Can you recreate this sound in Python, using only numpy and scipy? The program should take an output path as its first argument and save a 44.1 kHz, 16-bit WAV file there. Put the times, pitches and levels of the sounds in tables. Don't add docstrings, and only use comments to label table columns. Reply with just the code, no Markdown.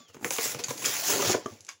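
import sys
import numpy as np
from scipy import signal
from scipy.fft import rfft, irfft
from scipy.io import wavfile
from scipy.ndimage import uniform_filter1d

SR = 44100
rng = np.random.default_rng(int(sys.argv[2]) if len(sys.argv) > 2 else 0)


def undo_db(level):
    steps = np.asarray(level, float) / 20
    return 10 ** steps


def wrap_up_sound(samples):
    columns = np.atleast_2d(samples).T
    tamed = np.clip(columns, -1, 1)
    steps = np.round(tamed * 32767).astype(np.int16)
    wavfile.write(sys.argv[1], SR, steps)


N = 79380

# frequency in Hz, level in dB.
FLOOR_COLOUR = [(40, -16), (300, -32), (1100, -24), (2200, -9), (4000, -10), (8000, -41), (16000, -50)]
# frequency in Hz, time to fall by 60 dB in seconds.
ROOM_DECAY = [(200, 0.16), (1000, 0.14), (4000, 0.14), (8000, 0.2), (15000, 0.2)]
# pitch in Hz, level in dB, time to fall by 60 dB in seconds.
LEFTOVER_RINGS = [(1150, -58.5, 0.23), (2120, -76.5, 1)]
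# start in seconds, level in dB, pitch in Hz.
LAP_BUMPS = [(.09, -51, 91), (0.147, -44, 150), (0.25, -50, 87.5), (0.547, -33.5, 137), (0.686, -31, 134),
             (0.87, -47, 112), (1.267, -27, 111), (1.129, -36.5, 107), (1.508, -40, 101), (1.6, -52.5, 99),
             (1.74, -60.5, 89)]
# time in seconds, pitch in Hz, level in dB.
SQUEAK_PATH = [
    (0, 3530, -66),
    (.045, 3440, -66),
    (.07, 3200, -66),
    (.1, 2900, -67),
    (.145, 2600, -78),
]
# time in seconds, pitch in Hz, level in dB.
HOLLOW_PATH = [
    (.9, 740, -95),
    (1.0, 670, -52),
    (1.08, 718, -44),
    (1.14, 480, -41.5),
    (1.21, 444, -44),
    (1.29, 360, -33.5),
    (1.33, 315, -70),
    (1.4, 310, -89),
]
# start in seconds, pitch in Hz, level in dB, time to fall by 60 dB in seconds.
WALL_PINGS = [(.59, 478, -41, 0.27), (0.6383, 2450, -48, 0.025), (.643, 2460, -42, 0.034),
              (.643, 4600, -32, 0.023), (.6835, 1046, -33, 0.035), (0.709, 1020, -30, 0.039),
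              (0.821, 1050, -36, 0.054), (.8445, 2270, -35.5, 0.066), (0.855, 3270, -26, 0.043),
              (.858, 5180, -33, 0.058), (1.343, 633, -16, 0.045), (1.3465, 391, -20, 0.058),
              (1.357, 520, -25.5, 0.055), (1.4595, 1150, -24, 0.033), (1.46, 623, -27, 0.026),
              (1.46, 3160, -37.5, 0.017), (1.689, 1100, -36.5, 0.032), (1.688, 1600, -38, 0.029),
              (1.689, 2250, -39.5, 0.036), (1.689, 3530, -45, 0.031), (1.689, 4790, -47, .04)]
# start in seconds, level in dB, pitch in Hz, time to fall by 60 dB in seconds.
CARD_THUDS = [(.002, -48.5, 259, 0.062), (0.095, -48.5, 520, 0.037), (0.143, -37.5, 500, 0.024),
              (0.15, -36, 430, 0.016), (0.165, -32, 372, 0.018), (0.179, -48, 400, 0.022),
              (0.193, -45, 435, 0.028), (.209, -35, 334, 0.031), (0.224, -29.5, 346, 0.025),
              (0.2441, -27.5, 429, 0.059), (0.259, -25, 500, 0.022), (0.304, -28.5, 498, 0.079),
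              (0.383, -21.5, 463, 0.042), (.454, -28, 465, 0.029), (.544, -23, 489, 0.022),
              (.59, -31, 414, 0.043), (.705, -20.5, 450, 0.03), (0.863, -25.5, 440, 0.024),
              (1.093, -27.5, 475, 0.1), (1.135, -26, 475, 0.064), (1.155, -27.5, 411, 0.054),
              (1.192, -24.5, 437, 0.1), (1.222, -22, 542, 0.053), (1.25, -23, 347, 0.049),
              (1.294, -14.5, 334, 0.051), (1.338, -21.5, 630, 0.039), (1.346, -12, 428, 0.027),
              (1.457, -17, 439, 0.018), (1.52, -39.5, 223, 0.061), (1.55, -48.5, 266, 0.047)]
# pitch as a ratio to the thud's own, level in dB.
THUD_TONES = [(.3, -24.5), (.68, -4.5), (1, 5), (1.55, 0), (2.3, 4.5), (3.4, -0.5)]
# start in seconds, level in dB, pitch in Hz, bright crack in dB, dull ring in dB.
PLASTIC_SNAPS = [(.084, -56, 6100, 0, -15), (0.144, -45.5, 6770, 0, 0), (.169, -45, 1900, -6, -10),
                 (.1925, -56, 7000, -4, -3), (.2102, -51, 2600, 2, -10), (0.229, -45, 6600, -7, 2.5),
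                 (0.245, -17, 1810, -5, 0), (0.3061, -23, 7700, 7.5, 0.5), (0.384, -21.5, 2860, -9, 2.5),
                 (0.546, -39.5, 6360, 11, 10), (0.5909, -34, 4100, -10, -3), (0.6377, -29, 4580, 10, -16),
                 (0.639, -24.5, 4770, -1, -20), (0.6421, -20.5, 6730, -12, -5.5),
                 (0.6835, -31, 6700, 1, -4.5), (0.706, -30, 6600, 3, -1), (0.779, -33, 4900, 3, -6),
                 (0.825, -27, 2730, -8, -10), (.844, -21.5, 2460, -9, -4), (0.858, -18.5, 7100, 2.5, -29),
                 (0.865, -25, 5200, -1, -37), (1.079, -30, 6150, -3, -30), (1.3192, -25, 5300, 5, 0.5),
                 (1.4602, -36.5, 6800, -3, -12), (1.5177, -50, 6520, -4, -20),
                 (1.5362, -48, 6700, -2.5, -20), (1.606, -45, 6600, 5.5, -37), (1.6483, -41, 7600, -1, -31),
                 (1.6665, -47, 6140, 6, -6), (1.689, -27.5, 6610, -3, -7.5), (1.693, -38, 5600, -16, -15)]
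# frequency in Hz, level in dB.
CRACK_COLOUR = [(300, -37), (1200, -22.5), (2300, 7.5), (4000, 5.5), (8000, 8), (11000, 1.5), (16000, -19)]
# time in seconds, rub level in dB, weight on the card in dB, sharpness of the edge in dB.
RUB_PATH = [(0, -53, -67.5, -13), (.13, -76, -74, -12), (.2445, -60.5, -51, 10.5), (.2465, -41, -37.5, 7.5),
            (.3, -47, -54, 7.5), (.315, -36.5, -42.5, 6.5), (.37, -33, -73, 0.5), (.45, -28.5, -44, 1.5),
            (.52, -33, -55, 1.5), (.57, -46.5, -49.5, -12.5), (.755, -47, -55.5, 3),
            (.838, -35.5, -49, 0.5), (.852, -26.5, -43.5, -1.5), (1.02, -33, -54.5, 0),
            (1.11, -23.5, -41, 1.5), (1.18, -30.5, -36, -0.5), (1.315, -23, -42, -6),
            (1.4, -47.5, -53.5, -20)]
# frequency in Hz, level in dB.
EDGE_COLOUR = [(120, -63), (300, -9.5), (700, -2.5), (2000, -3), (4000, -4.5), (8000, -1), (16000, -5.5)]
# frequency in Hz, level in dB.
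CARD_COLOUR = [(60, -11), (110, -4), (250, -2), (430, 1), (700, -7.5), (1100, -17), (2500, -21),
               (9000, -72)]
# start in seconds, length in seconds, level in dB, sharpness in dB.
FINGER_SCUFFS = [
    (0.077, 0.056, -57.5, -6),
    (0.125, 0.068, -56, -5.5),
    (0.212, 0.066, -57.5, 5),
    (0.585, 0.041, -36.5, -4),
    (0.68, 0.074, -37.5, 0),
    (1.436, 0.21, -61, 3),
    (1.6, 0.075, -82, 3),
    (1.679, 0.069, -42.5, -20),
]
# frequency in Hz, level in dB.
MIC_COLOUR = [(30, -24), (60, -11), (100, -2.5), (200, -1), (3500, 4), (5000, 5), (6300, 8.5), (7400, 6),
              (8300, -7), (10500, 1.5), (12000, -2), (13600, -6), (14700, 4), (15800, 6), (16100, -47),
              (17200, -53)]

FLOOR_DB = -78
ROOM_DB, RUB_ROOM_DB, KNOCK_ROOM_DB, RING_ROOM_DB = -2, -8.5, -2.5, -8
SLIPS_PER_S, CREAKS_PER_S = 10000, 900
SLIP_SPREAD_DB, CLUMP_DB, PATCH_DB = 0.5, 1.65, 2
RUB_DB, CARD_DB, RUB_END_DB_PER_S = -3.5, 1.5, 66.5
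EDGE_SPLIT_HZ = 6350
SNAP_DB, RING_DB, RING_WIDTH_HZ = -3.5, -3.5, 380
CRACK_S, CRACK_RISE_S = 0.0031, 0.0004
THUD_LAG_S = 0.0027


def evened(x):
    return x / np.sqrt(np.mean(x ** 2) + 1e-20)


def read(points, hz):
    f, value = np.transpose(points)
    return np.interp(np.log(hz + 1), np.log(f + 1), value)


def along(table, col):
    rows = np.array(table)
    return np.interp(np.arange(N) / SR, rows[:, 0], rows[:, col])


def add(mix, s, sound):
    part = mix[round(s * SR):][:len(sound)]
    part += sound[:len(part)]


def coloured(x, points):
    log_gain = np.log(undo_db(read(points, abs(np.fft.fftfreq(4096, 1 / SR))) / 2))
    taps = np.fft.ifft(np.exp(2 * np.conj(signal.hilbert(log_gain)))).real[:2048]
    return signal.oaconvolve(x, taps)[:len(x)]


def resonate(x, hz, width):
    turn = np.exp(2j * np.pi * np.cumsum(hz * np.ones(len(x))) / SR)
    r = np.exp(-np.pi * width / SR)
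    return 2 * (turn * signal.lfilter([1 - r], [1, -r], x / turn)).real


def room_floor():
    return undo_db(FLOOR_DB) * evened(coloured(rng.standard_normal(N), FLOOR_COLOUR))


def room(x):
    taps = np.zeros(SR // 2)
    at = np.arange(130, SR // 2 - 20, 12)
    taps[at + rng.integers(0, 12, at.shape)] = rng.choice([-1., 1.], at.shape)
    hz, t, z = signal.stft(taps, SR, nperseg=128)
    t60 = np.maximum(read(ROOM_DECAY, hz), .03)[:, None]
    tail = signal.istft(z * undo_db(-60 * t / t60), SR, nperseg=128)[1]
    level = abs(rfft(tail[:4096])) ** 2
    bumps_db = 10 * np.log10(uniform_filter1d(level, size=5) / uniform_filter1d(level, size=60))
    tail = coloured(tail, np.c_[np.fft.rfftfreq(4096, 1 / SR), -bumps_db])
    return signal.fftconvolve(x, tail / np.linalg.norm(tail))[:N]


def leftover():
    t = np.arange(N) / SR
    return sum(undo_db(db - 60 * t / t60) * np.sin(2 * np.pi * hz * t) for hz, db, t60 in LEFTOVER_RINGS)


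def bump(db, hz):
    t = np.arange(15000) / SR
    return undo_db(db - 60 * t / 0.11) * (1 - np.exp(-t / 0.0057)) * np.sin(2 * np.pi * hz * t)


def slips(rate):
    clump = evened(uniform_filter1d(rng.standard_normal(N), size=150))
    spread = np.minimum(rng.exponential(1, N), 3)
    size = undo_db(SLIP_SPREAD_DB * spread + CLUMP_DB * np.clip(clump, -2, 2))
    happens = rng.random(N) < rate / SR
    return evened(size * happens * rng.choice([-1., 1.], N))


def squeak():
    t = np.arange(N) / SR
    wobble = 1 + 0.0043 * evened(uniform_filter1d(rng.standard_normal(N), size=80))
    turns = 2 * np.pi * np.cumsum(along(SQUEAK_PATH, 1) * wobble) / SR
    octave = undo_db(3 - 260 * t) * np.sin(2 * turns)
    sounding = t < SQUEAK_PATH[-1][0]
    return sounding * undo_db(along(SQUEAK_PATH, 2)) * (np.sin(turns) + octave)


def hollow():
    hz = along(HOLLOW_PATH, 1)
    air = resonate(resonate(slips(CREAKS_PER_S), hz, 68), hz, 250)
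    return undo_db(along(HOLLOW_PATH, 2)) * evened(air)


def ping(hz, db, t60):
    t = np.arange(9000) / SR
    return undo_db(db - 60 * t / max(t60, .01)) * (1 - np.exp(-t / 0.00089)) * np.sin(2 * np.pi * hz * t)


def thud(chance, db, hz, t60):
    t = np.arange(12000) / SR
    tones = np.zeros(len(t))
    for (ratio, tone_db), c in zip(THUD_TONES, chance):
        fade = undo_db(tone_db - 60 * t * ratio / max(t60, .01))
        tones += fade * np.sin(2 * np.pi * hz * ratio * (1 + 0.073 * c) * t)
    return undo_db(db - 5) * tones * (1 - np.exp(-t / 0.0011))


def snap(noise, db, hz, crack_db, dull_db):
    t = np.arange(len(noise)) / SR
    shape = np.minimum(t / CRACK_RISE_S, 1) * np.exp(-(t / CRACK_S) ** 3)
    burst = noise * shape
    for _ in range(8):
        z = rfft(burst)
        burst = irfft(z / (abs(z) + 1e-9), len(t))
        burst = np.sign(burst) * np.sqrt(abs(burst)) * shape
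    ring = resonate(resonate(burst, hz, RING_WIDTH_HZ), hz, 2500)
    dull = resonate(burst, 904, 210) + resonate(burst, 1500, 135) + resonate(burst, 2200, 570)
    dull = resonate(dull, 2620, 3900)
    thin = signal.sosfilt(signal.butter(2, 0.46 * hz, "high", fs=SR, output="sos"), burst)
    crack = coloured(thin, CRACK_COLOUR)

    def at_peak(part, part_db):
        return undo_db(db + SNAP_DB + part_db) * part / abs(part).max()

    hit = at_peak(crack, crack_db) + at_peak(dull, dull_db)
    ring = at_peak(ring, RING_DB)
    return hit + ring, hit + undo_db(RING_ROOM_DB) * ring


def patchy(x):
    z = signal.stft(x, nperseg=256)[2]
    patches = uniform_filter1d(rng.standard_normal(z.shape), size=4, axis=0)
    patches = evened(uniform_filter1d(patches, size=14, axis=1))
    return signal.istft(z * undo_db(PATCH_DB * patches), nperseg=256)[1][:N]


def rub():
    t = np.arange(N) / SR
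    after = undo_db(-RUB_END_DB_PER_S * np.maximum(t - RUB_PATH[-1][0], 0))
    edge = evened(patchy(coloured(slips(SLIPS_PER_S), EDGE_COLOUR)))
    low = signal.sosfiltfilt(signal.butter(4, EDGE_SPLIT_HZ, fs=SR, output="sos"), edge)
    high = edge - low
    scuffs = np.zeros(N)
    for s, length, db, sharp_db in FINGER_SCUFFS:
        swell = np.sin(np.pi * np.clip((t - s) / length, 0, 1) ** 0.58) ** 2
        scuffs += undo_db(db) * swell * (low + undo_db(sharp_db) * high)
    scrape = after * undo_db(along(RUB_PATH, 1)) * (low + undo_db(along(RUB_PATH, 3)) * high)
    body = evened(coloured(slips(CREAKS_PER_S), CARD_COLOUR))
    creak = after * undo_db(along(RUB_PATH, 2) + CARD_DB) * body
    return undo_db(RUB_DB) * (scrape + scuffs) + creak


def scene():
    floor = room_floor()
    steady = leftover() + squeak() + hollow() + rub()
    wet = room(undo_db(RUB_ROOM_DB) * steady)
    snaps, sent, knocks = np.zeros((3, N))
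    for s, db, hz in LAP_BUMPS:
        add(knocks, s, bump(db, hz))
    for s, hz, db, t60 in WALL_PINGS:
        add(knocks, s, ping(hz, db, t60))
    for s, db, hz, t60 in CARD_THUDS:
        chance = rng.standard_normal(len(THUD_TONES))
        add(knocks, s + THUD_LAG_S, thud(chance, db, hz, t60))
    for s, db, hz, crack_db, dull_db in PLASTIC_SNAPS:
        near, far = snap(rng.standard_normal(2000), db, hz, crack_db, dull_db)
        add(snaps, s, near)
        add(sent, s, far)
    echoes = undo_db(ROOM_DB) * room(sent + undo_db(KNOCK_ROOM_DB) * knocks)
    mono = floor + steady + wet + knocks + snaps + echoes
    return np.array([mono, mono])


def low_pass(x):
    return signal.sosfilt(signal.butter(12, 17110, fs=SR, output="sos"), x)


def record(dry):
    heard = np.tanh(coloured(dry[0], MIC_COLOUR))
    return low_pass(np.array([heard, heard]))


dry = scene()
out = record(dry)
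wrap_up_sound(out)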